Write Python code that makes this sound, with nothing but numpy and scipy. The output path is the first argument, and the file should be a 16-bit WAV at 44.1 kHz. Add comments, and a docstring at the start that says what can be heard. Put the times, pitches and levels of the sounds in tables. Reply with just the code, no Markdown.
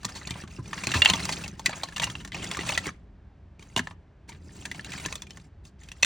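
"""In a quiet room, a hand rummages through dry wooden chips in a plastic tub, close to a phone.
Chips knock and scrape on each other: short noisy pushes set off decaying tones of a few hundredths of a second.
As the heap shifts, random ticks and flickering bands of noise make it crackle and hiss.
The tub answers with dull thuds and a rumble, built from a few low decaying tones.
The room adds a short tail of decaying noise, over its own steady low drone."""
import sys
import numpy as np
from scipy import signal
from scipy.fft import rfft, irfft
from scipy.io import wavfile

SR = 44100
rng = np.random.default_rng(int(sys.argv[2]) if len(sys.argv) > 2 else 0)


def to_wav(sig):
    """Store sig (one row per channel, or 1-D mono) as 16-bit WAV at the path in sys.argv[1].

    Samples outside -1..1 are clipped; the rate is SR.
    """
    pcm = np.clip(np.atleast_2d(sig), -1, 1) * 32767
    pcm = np.round(pcm).astype(np.int16)
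    wavfile.write(sys.argv[1], SR, pcm.T)  # frames by channels


N = 266805
TIME = np.arange(N) / SR  # seconds

# Strokes of the hand through the heap: start t/s, attack t/s, hold t/s, release t/s,
# effort level/dB, splinter hiss over the effort level/dB, tub rumble level/dB
HAND_STROKES = [(-0.03, 0.18, 0.27, 0.056, -48.5, -4.5, -47), (0.472, 0.055, 0.036, 0.083, -56.5, 0.5, -49),
                (0.59, 0.38, .3, .36, -40.5, -2.5, -40.5), (1.36, 0.055, 0.031, 0.14, -55, -4, -52),
                (1.637, 0.028, 0.09, 0.36, -46.5, -4, -49.5), (1.958, 0.072, 0.034, 0.34, -50, -2.5, -43),
                (2.323, 0.015, 0.56, 0.031, -42.5, -6.5, -41.5),
                (2.631, 0.054, 0.052, 0.061, -39.5, 0, -57), (3.582, 0.034, 0.31, 0.035, -64, -2.5, -54),
                (4.274, .01, 0.044, 0.12, -58.5, -4.5, -48.5), (4.392, 0.19, 0.032, 0.41, -56, 0.5, -47.5),
                (4.703, 0.049, 0.041, 0.089, -50.5, -4.5, -49.5),
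                (4.845, .02, 0.18, 0.29, -48, -2.5, -46.5), (5.242, 0.089, 0.12, 0.046, -65.5, -1, -56),
                (5.635, 0.013, .02, 0.051, -67, 4, -56), (5.784, 0.024, 0.41, .05, -65, -1.5, -79)]
# Loudest blows of one chip on another: t/s, ring level/dB, ring pitch f/Hz, scrape setting t/ms (see contact),
# slab clack over the ring level/dB, snap over the ring level/dB; the parts are balanced again in blow
LOUD_KNOCKS = [(0.031, -50, 1740, 1.4, 2, 1), (0.0464, -35.5, 4400, 0.57, 1, -8),
               (0.0506, -39, 1850, 0.2, -0.5, 11), (0.0875, -43.5, 1650, 8.8, -0.5, -2.5),
               (0.151, -41.5, 4400, 17, -9, -3.5), (0.2723, -37.5, 4450, 0.66, -6, -1),
               (0.307, -35.5, 3100, 0.52, -6.5, -0.5), (0.3545, -52.5, 1940, 1.1, 11.5, -10),
               (0.437, -51.5, 1570, 0.72, 7, -1.5), (0.5835, -65.5, 1500, 5.9, 21, -18),
               (0.475, -49, 1520, 2.7, -5, -6), (0.7304, -35.5, 1784, 1.7, 2.5, -7.5),
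               (0.8357, -35, 2360, 4, -2, -1.5), (0.8695, -26.5, 2560, 0.078, -9, -2),
               (0.9165, -27, 2700, 1.7, -13, -6), (0.9384, -24, 1740, 5.4, -9.5, -7),
               (0.9516, -29, 2710, 17.3, -6, -7), (1.0193, -12.5, 2776, 0.55, -17, -16.5),
               (1.048, -23, 1765, 1.5, -15, -1.5), (1.0573, -13, 2720, 0.5, -14, -19),
               (1.073, -30.5, 2710, 4, -2.5, -3), (1.0861, -25.5, 4220, 7.8, -7, -11),
               (1.0989, -17, 3115, .45, -8.5, -7), (1.135, -23.5, 3380, 1.9, -4, -9),
               (1.194, -37, 4180, 3.3, -20, -13), (1.2525, -39, 4220, 1.1, 0, 8.5),
               (1.2903, -29.5, 2022, 1.69, 1, -5), (1.3228, -29.5, 4470, 5.2, -15, -3.5),
               (1.367, -38.5, 2530, 4.2, -15, -11.5), (1.4376, -37.5, 2600, 5, -5, -3.5),
               (1.4785, -46, 4930, 0.34, -8, 6), (1.5938, -44.5, 4380, 1.6, 7.5, 3),
               (1.6592, -22, 2030, 0.55, -30, 0), (1.6627, -22.5, 2610, 0.69, -17, -12),
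               (1.6931, -38.5, 1770, 0.56, 4, -2), (1.728, -37.5, 2270, 5.1, 2.5, -15),
               (1.8334, -31.5, 4130, 1.5, 1, -2.5), (1.8856, -44.5, 1730, 1.7, -4, -4.5),
               (1.9615, -31.5, 2790, 5.3, -5.5, -3.5), (1.9795, -38.5, 1750, 0.71, -8, 1),
               (1.9974, -28.5, 3300, 1, -4.5, -6), (2.0175, -33, 1840, 9.9, -1.5, 0.5),
               (2.0337, -26.5, 2740, 2.7, -9, -12), (2.0403, -28, 2900, 1.7, -22, 0.5),
               (2.068, -36.5, 2800, 6.1, 0, -13), (2.099, -38.5, 1750, 2.4, -24, -3),
               (2.1524, -37, 2720, .9, -7, -13.5), (2.2, -46, 2840, 12, -10, -7),
               (2.2483, -41, 1780, 1.4, -3.5, -1.5), (2.275, -50.5, 1780, 0.72, -2.5, 4),
               (2.3194, -38.5, 1990, 0.23, -26, -12), (2.4431, -36, 1970, 0.29, -20, -1.5),
               (2.513, -28, 2920, .7, -11, -7.5), (2.5695, -42, 2350, 1.24, 11, 5.5),
               (2.5898, -34, 1990, 0.76, -15, -16.5), (2.632, -43, 3220, 0.99, 6.5, -12),
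               (2.6911, -28, 2520, 1, -8.5, -8.5), (2.749, -33.5, 2480, 2.7, -16, -16),
               (2.7759, -20, 1987, 2, -19, -8.5), (2.8678, -37.5, 1950, .3, 0.5, 2.5),
               (2.888, -42.5, 2260, 1.8, 6, -8.5), (3.594, -54, 2440, 0.58, -5.5, -3),
               (3.6253, -52, 3150, .5, -1, -2.5), (3.7627, -25.5, 2870, 0.26, -2.5, -5),
               (3.7728, -27.5, 2920, 4.9, -2, -2), (3.792, -28, 1725, 0.98, -7, -7),
               (3.8711, -39, 1780, 0.94, 2.5, -11.5), (3.9091, -51.5, 1758, 1.5, 6, -9.5),
               (4.2894, -48.5, 2115, 5.4, 0, 3.5), (4.319, -51, 2325, 1.7, -6.5, -17),
               (4.3469, -54, 2400, 0.89, -7.5, -17.5), (4.653, -33, 1730, 2.6, -10, -3.5),
               (4.714, -34, 2010, 0.33, -11.5, -6), (4.794, -39.5, 1750, .1, -25, -24),
               (4.8456, -41, 2230, 0.37, -25, -2), (4.9188, -40.5, 2460, 1.3, -19, -3),
               (4.9302, -44, 2550, 4.9, -20, 1), (4.9982, -44, 2100, 2.9, -7, -2),
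               (5.05, -38, 2560, 3.5, -1, -15.5), (5.0592, -34, 1736, 1.1, -13, 3),
               (5.1252, -36, 2560, .25, -3, -1), (5.1545, -38, 3500, .7, -8, 2),
               (5.2202, -42.5, 3420, .4, -6.5, 3), (5.268, -52, 2410, 1.04, -11, -4),
               (5.3063, -45, 4280, 0.34, -12, -3), (5.3713, -50, 1836, 0.97, 1, 0.5),
               (5.6507, -60.5, 2720, 1.7, -9, 4.5), (5.834, -51.5, 2520, 1.3, -30, -2),
               (5.8866, -48, 2490, 0.67, -29, -2.5), (5.9164, -42.5, 2690, 0.63, -32, -1),
               (6.026, -21, 6030, 2.3, -22, -20), (6.03, -16, 2610, 0.31, -18, -7.5),
               (6.0462, -22, 2320, .4, -18, -3)]
# The heap drops and bumps the tub; hard corners favour its higher modes: t/s, level/dB, tilt/dB per octave
TUB_BUMPS = [(0.0523, -35.5, 0), (0.308, -36.5, 0.5), (0.3528, -43, -4), (0.437, -39.5, 0),
             (0.5863, -33, 2.5), (0.87, -34, 0.5), (0.9514, -24, -4.5), (1.0976, -31, -1), (1.135, -29, 1),
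             (1.6828, -40, 7), (2.0396, -40.5, -7), (2.401, -41.5, 8), (2.5897, -39.5, 15),
             (2.8689, -37, 7), (3.7636, -31.5, 7), (3.7938, -32.5, 3), (5.059, -37, 0.5)]

# Ringing tones, before random changes of pitch and strength; t60 is the time to fade by 60 dB.
# Bending of a chip: multiple of its ring pitch, level/dB, t60 t/s
CHIP_TONES = [(1, -1.5, 0.023), (.74, -22, 0.074), (1.18, -9.5, 0.011), (1.55, -12.5, 0.012)]
# Larger slabs and the hollows between them, before a small shift down: f/Hz, level/dB, t60 t/s
SLAB_TONES = [(772, -20.5, 0.062), (941.6, -6, .05), (1088, -6.5, .05), (1136, -4.5, 0.052)]
# The loaded tub, before the thud's small shift down: f/Hz, level/dB, t60 t/s
TUB_TONES = [(79.9, -7.5, 0.29), (123.7, -2.5, 0.24), (160.4, 2.5, 0.09), (183.5, 0, 0.099),
             (263, -6.5, 0.12), (305, -6, 0.053), (397, -3.5, 0.036)]

# Colours, as relative strength along the pitch range; each sound is levelled later.
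# Shifting heap: f/Hz, level/dB
CRACKLE_COLOUR = [(200, 9), (400, 1), (650, 4), (1050, 1.5), (1400, 4.5), (1900, -1.5), (2700, 2.5),
                  (4200, -10.5), (6000, -25.5)]
# Rubbing splinters: f/Hz, level/dB
HISS_COLOUR = [(2500, -26.5), (4500, -4), (6800, -3.5), (9000, -0.5), (12000, -21.5), (15500, -6.5)]
# Quiet room: f/Hz, level/dB
DRONE_COLOUR = [(15, -45.5), (25, -3.5), (86, -5), (118, -16), (197, -18), (225, -23.5), (367, -28),
                (418, -27), (463, -34.5), (569, -31), (817, -34.5), (1370, -40), (1600, -39),
                (12000, -69.5), (15600, -110), (22000, -120)]
# Slabs under a blow: f/Hz, level/dB
CLACK_COLOUR = [(300, -35.5), (550, -9.5), (800, -7.5), (1030, -7.5), (1300, -9.5), (1800, -17)]
# Wood at the touching spot: f/Hz, level/dB
CRACK_COLOUR = [(900, -30), (1500, -5), (2000, 1.5), (2900, 1), (4300, -1.5), (6000, -22)]
# Snapping fibres: f/Hz, level/dB
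SNAP_COLOUR = [(3000, -9.5), (4700, -6.5), (6200, -3.5), (8000, -4.5), (11000, -12), (15500, -15.5)]
# Lead of the left microphone port over the right: f/Hz, phase/radians
PORT_LEAD = [(0, 0), (200, .1), (550, .35), (900, .08), (1500, 0), (2200, .1), (2800, .6), (3700, .3),
             (5000, .4), (6100, -.6), (8000, -2), (10300, -2.95), (13500, -3.2), (15500, -4)]

RELEASE_CURVE = 1.66  # power of the release: the heap settles quickly, then trails off
RUMBLE_CURVE = 0.38  # power of a stroke's shape in the rumble: the tub answers even a gentle push
# The heap goes on trickling after a stroke: level under the stroke (dB), decay (s)
SETTLE_DB, SETTLE_T60_S = -22.5, 0.3
# Pieces catch and give way, so every stroke is uneven: typical wobble (dB), new levels per second
CATCH_DB, CATCH_PER_S = 0.83, 35
DRONE_DB = -48.5  # overall level of the room's own noise
# Lesser blows: middle level over the effort and scatter either way (dB), pitch range (Hz), largest scrape (ms)
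JOSTLE_DB, JOSTLE_SPREAD_DB = 0.5, 7.5
JOSTLE_LOW_HZ, JOSTLE_HIGH_HZ, JOSTLE_SCRAPE_MS = 1610, 3000, 2.2
# Every blow reaches the tub through the heap, which cushions the hard ones:
# a middling blow (dB), its thud (dB), dB of thud per dB of blow
MIDDLING_BLOW_DB, THUD_DB, THUD_SLOPE = -37, -52, 0.28
TOP_HZ = 15900  # the phone passes nothing much above this


def undb(db):
    """Turn decibels into gain: every 20 dB is a factor of ten."""
    return 10 ** (np.asarray(db) / 20)


def rms(x):
    """Measure average strength: the root of the mean square."""
    return np.sqrt(np.mean(x ** 2) + 1e-20)


def add(track, start, sound):
    """Mix a sound in from the given second on."""
    i = max(int(start * SR), 0)
    track[i:i + len(sound)] += sound[:max(N - i, 0)]


def convolve(x, response):
    """Let every sample of a sound set off the response, keeping the length."""
    return signal.fftconvolve(x, response)[:len(x)]


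def response(points, size=512):
    """Build a filter with the colour of (Hz, dB) points that reacts only after it is struck."""
    hz, db = np.transpose(points)
    octave = np.log2(np.maximum(np.arange(size // 2 + 1), .5) * SR / size)
    # beyond the end points the colour falls by 20 dB per octave
    outside = np.abs(octave - np.clip(octave, np.log2(hz[0]), np.log2(hz[-1])))
    level_db = np.interp(octave, np.log2(hz), db) - 20 * outside
    # folding the cepstrum (spectrum of the log spectrum) puts the energy as early as possible
    cepstrum = irfft(np.log(undb(level_db)))
    cepstrum[1:size // 2] *= 2
    cepstrum[size // 2 + 1:] = 0
    return irfft(np.exp(rfft(cepstrum)))


def fade(t, t60):
    """Decay smoothly, falling by 60 dB in t60 seconds."""
    return np.exp(-np.log(1000) * t / t60)


def ring(modes, scale, detune, size=4096):
    """Add decaying tones; pitch and strength depend on the piece and the spot that is hit."""
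    t = TIME[:size]
    hz, db, t60 = np.transpose(modes)[:, :, None]
    pitch, spot, side = rng.standard_normal((3, len(modes), 1))
    # a multiple of exactly 1 is the main tone and stays in tune
    hz = hz * scale * (1 + detune * pitch * (hz != 1))
    strength = np.sign(side) * undb(db + 3.1 * spot)
    return np.sum(strength * fade(t, t60) * np.sin(2 * np.pi * hz * t), axis=0)


def attack_level(x, db, size=441):
    """Set the average strength of the start, a hundredth of a second unless size says otherwise."""
    return x * undb(db) / rms(x[:size])


def walk(rate):
    """Drift at random, finding a new value rate times a second."""
    return np.interp(TIME * rate, np.arange(4096), rng.standard_normal(4096))


def hand_effort():
    """Set crackle, hiss and rumble gains: each stroke of the hand swells, holds, dies away and settles."""
    power = np.zeros((3, N))
    for start, attack, hold, release, db, hiss_db, rumble_db in HAND_STROKES:
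        length = attack + hold + release
        span = slice(max(int(start * SR), 0), int((start + length + SETTLE_T60_S) * SR))
        t = TIME[span] - start
        swell = np.clip(t / attack, 0, 1)
        push = np.clip((length - t) / release, 0, 1) ** RELEASE_CURVE
        trickle = undb(SETTLE_DB) * fade(np.maximum(t - length, 0), SETTLE_T60_S)
        shape = swell * np.maximum(push, trickle)
        crackle = undb(db) * shape
        hiss = undb(db + hiss_db) * shape
        rumble = undb(rumble_db) * shape ** RUMBLE_CURVE
        # overlapping strokes add as power
        power[:, span] += np.square([crackle, hiss, rumble])
    return np.sqrt(power) * undb(CATCH_DB * walk(CATCH_PER_S))


def stirring(crackle_gain, hiss_gain, rumble_gain):
    """Shift the heap: chips and splinters tick, rough faces rub and hiss, and the tub rumbles."""
    chips = ticking(low_hz=1578, high_hz=3420, spread_db=14, count=900)
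    slabs = ticking(low_hz=420, high_hz=1300, spread_db=15.5, count=300)
    splinters = ticking(low_hz=3900, high_hz=7900, spread_db=15.5, count=800)
    friction = rubbing(catch_db=3, flicker_db=4.2)
    crackle = convolve(friction, response(CRACKLE_COLOUR))
    hiss = convolve(friction, response(HISS_COLOUR))
    rumble = tub_rumble()
    crackling = undb(-3.5) * chips + undb(-2.5) * crackle / rms(crackle) + undb(-11.5) * slabs
    hissing = undb(1.0) * hiss / rms(hiss) + undb(-2.0) * splinters
    return crackle_gain * crackling + hiss_gain * hissing + rumble_gain * rumble / rms(rumble)


def ticking(low_hz, high_hz, spread_db, count):
    """Let small pieces touch at random moments, each with its own pitch; most touches are weak."""
    out = np.zeros(N)
    for when, pitch, strength in rng.random((count, 3)):
        hz = low_hz * (high_hz / low_hz) ** pitch
        tick = ring(CHIP_TONES, hz, detune=0.027, size=1024)
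        add(out, when * N / SR, tick * undb(spread_db * strength ** 3))
    return out / rms(out)


def rubbing(catch_db, flicker_db, count=25):
    """Rough faces catch and let go; as the touching spot moves, each resonance swells on its own."""
    edges = np.geomspace(250, 16000, count)  # Hz
    out = np.zeros(N)
    for band in zip(edges, edges[1:]):
        resonance = signal.butter(2, band, "band", fs=SR, output="sos")
        noise = signal.sosfilt(resonance, rng.standard_normal(N))
        out += noise * undb(flicker_db * walk(rate=90))
    # slow and fast unevenness shared by all bands
    catching = walk(rate=41) + .7 * walk(rate=180)
    return out * undb(catch_db * catching)


def tub_rumble():
    """Set the tub's low tones off with many tiny slips, in four differently tuned layers."""
    out = np.zeros(N)
    for _ in range(4):
        tub = ring(TUB_TONES, 1, detune=.06, size=8192)
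        out += convolve(slips(rate=100, spread_db=3), tub)
    return out


def slips(rate, spread_db):
    """Scatter tiny slips at random, about rate a second, most of them weak and a few strong."""
    chance = rng.random(N)
    strength = np.minimum(rng.exponential(size=N), 3.5)
    return (chance < rate / SR) * undb(spread_db * strength) * rng.choice([-1, 1], N)


def drone():
    """Colour random noise into the steady low noise of the room."""
    # the extra samples at the start are dropped, so the filter is already full
    noise = convolve(rng.standard_normal(N + 8192), response(DRONE_COLOUR, size=8192))[-N:]
    return noise * undb(DRONE_DB) / rms(noise)


def knocks(effort, count=90):
    """Strike the loud blows, and lesser ones at random as strong as the hand's effort."""
    out = np.zeros(N)
    colours = response(CLACK_COLOUR), response(CRACK_COLOUR), response(SNAP_COLOUR)
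    for s, db, hz, scrape_ms, clack_db, snap_db in LOUD_KNOCKS:
        add(out, s, blow(db, hz, scrape_ms, clack_db, snap_db, colours))
    # one lesser blow at a random moment of each equal slot of time
    for slot, (when, pitch, strength, scrape) in enumerate(rng.random((count, 4))):
        i = int((slot + when) / count * N)
        effort_db = 20 * np.log10(effort[i] + 1e-9)
        db = effort_db + JOSTLE_DB + JOSTLE_SPREAD_DB * (2 * strength - 1)
        hz = JOSTLE_LOW_HZ * (JOSTLE_HIGH_HZ / JOSTLE_LOW_HZ) ** pitch
        scrape_ms = JOSTLE_SCRAPE_MS * scrape
        add(out, i / SR, blow(db, hz, scrape_ms, clack_db=-5, snap_db=-8.5, colours=colours))
    return out


def blow(db, hz, scrape_ms, clack_db, snap_db, colours):
    """One blow rings a chip, snaps its fibres, sounds the slabs beneath and thuds on the tub."""
    clack_colour, crack_colour, snap_colour = colours
    # hard blows stand further above the rattle of their neighbours than soft ones
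    rattle_db = -3.5 - 0.053 * (db + 38)
    force = contact(scrape_ms, rattle_db, rattle_t60_s=0.052)
    chip = ring(CHIP_TONES, hz, detune=0.063)
    # the impact sets the chip ringing and the scrape keeps it going
    impact = chip * (1 - fade(TIME[:len(chip)], .004))
    tone = attack_level(impact, -4) + attack_level(convolve(force, chip), -5)
    crack = attack_level(convolve(force, crack_colour), -4.5)
    # the snap's scrape is slightly longer, and its rattle a little weaker
    snap_force = contact(scrape_ms * 1.2, rattle_db - 1, rattle_t60_s=0.054)
    snap = attack_level(convolve(snap_force, snap_colour), snap_db - .5)
    clack = undb(clack_db) * slab_clack(scrape_ms, clack_colour)
    wood = tone + crack + snap + clack
    return undb(db) * wood + thud(THUD_DB + THUD_SLOPE * (db - MIDDLING_BLOW_DB))


def contact(scrape_ms, rattle_db, rattle_t60_s, size=4096):
    """Force of a blow: a scrape over rough grain swells and stops, then neighbouring chips rattle."""
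    t = TIME[:size]
    rough, rattle = rng.standard_normal((2, size))
    # even the shortest scrape takes a moment
    scrape_span_ms = 1.23 * max(scrape_ms, 0) + 1.7
    progress = t / scrape_span_ms * 10 ** 3
    scrape = np.sign(rough) * np.sqrt(progress) * np.exp(-progress ** 2)
    rattle = rattle * fade(t, rattle_t60_s) * np.minimum(progress, 1)
    return scrape / rms(scrape) + undb(rattle_db) * rattle / rms(rattle)


def slab_clack(scrape_ms, colour):
    """A push sounds the larger slabs and the hollows between them."""
    push = convolve(contact(scrape_ms, rattle_db=-7.0, rattle_t60_s=0.086), colour)
    slabs = convolve(push, ring(SLAB_TONES, 0.98, detune=0.076))
    return attack_level(push, -4.0) + attack_level(slabs, -7)


def thud(db, tilt_db=0):
    """Sound the dull answer of the loaded tub, tilted by so many dB an octave."""
    modes = [(hz, level + tilt_db * np.log2(hz), t60) for hz, level, t60 in TUB_TONES]
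    return attack_level(ring(modes, 0.98, detune=0.08), db, size=882)


def bumps():
    """Drop the heap against the tub, which thuds."""
    out = np.zeros(N)
    for s, db, tilt_db in TUB_BUMPS:
        add(out, s, thud(db, tilt_db))
    return out


def ports(x):
    """Hear through two microphone ports: alike in the deep bass, near opposite phase in the high treble."""
    phase = np.interp(np.arange(N + 1) * SR / (2 * N), *np.transpose(PORT_LEAD))
    # each port takes half of the lead, one forward and one back
    turn = np.exp(.5j * np.outer([1, -1], phase))
    return irfft(rfft(x, 2 * N) * turn)[:, :N]


def echoes(x, wet_db, t60_s, low_hz, high_hz, size=16384):
    """Blur the sound with decaying noise, like many small reflections, different at each port."""
    t = TIME[:size]
    band = signal.butter(2, [low_hz, min(high_hz, .45 * SR)], "band", fs=SR, output="sos")
    tails = signal.sosfilt(band, rng.standard_normal((2, size))) * fade(t, t60_s)
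    return np.array([convolve(x, tail * undb(wet_db) / np.sqrt(np.sum(tail ** 2))) for tail in tails])


def scene():
    """Chips and tub near the phone; the heap scatters the treble, the tub walls the bass, the room adds a tail."""
    effort, hiss_gain, rumble_gain = hand_effort()
    heap = stirring(effort, hiss_gain, rumble_gain) + knocks(effort) + bumps()
    near = heap + drone()
    scatter = echoes(heap, wet_db=-15, t60_s=.025, low_hz=2400, high_hz=9000)
    tub_walls = echoes(near, wet_db=-31, t60_s=.05, low_hz=230, high_hz=560)
    room = echoes(heap, wet_db=-24.0, t60_s=0.27, low_hz=220.4, high_hz=5000)
    return ports(near) + scatter + tub_walls + room


def record(dry):
    """The phone cuts the deep bass, clips at full scale and cuts the top."""
    bass_cut = signal.butter(4, 44, "high", fs=SR, output="sos")
    top_cut = signal.ellip(8, .2, 70, TOP_HZ, fs=SR, output="sos")
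    thin = signal.sosfilt(bass_cut, dry)
    return signal.sosfilt(top_cut, np.clip(thin, -1, 1))


dry = scene()
out = record(dry)
to_wav(out)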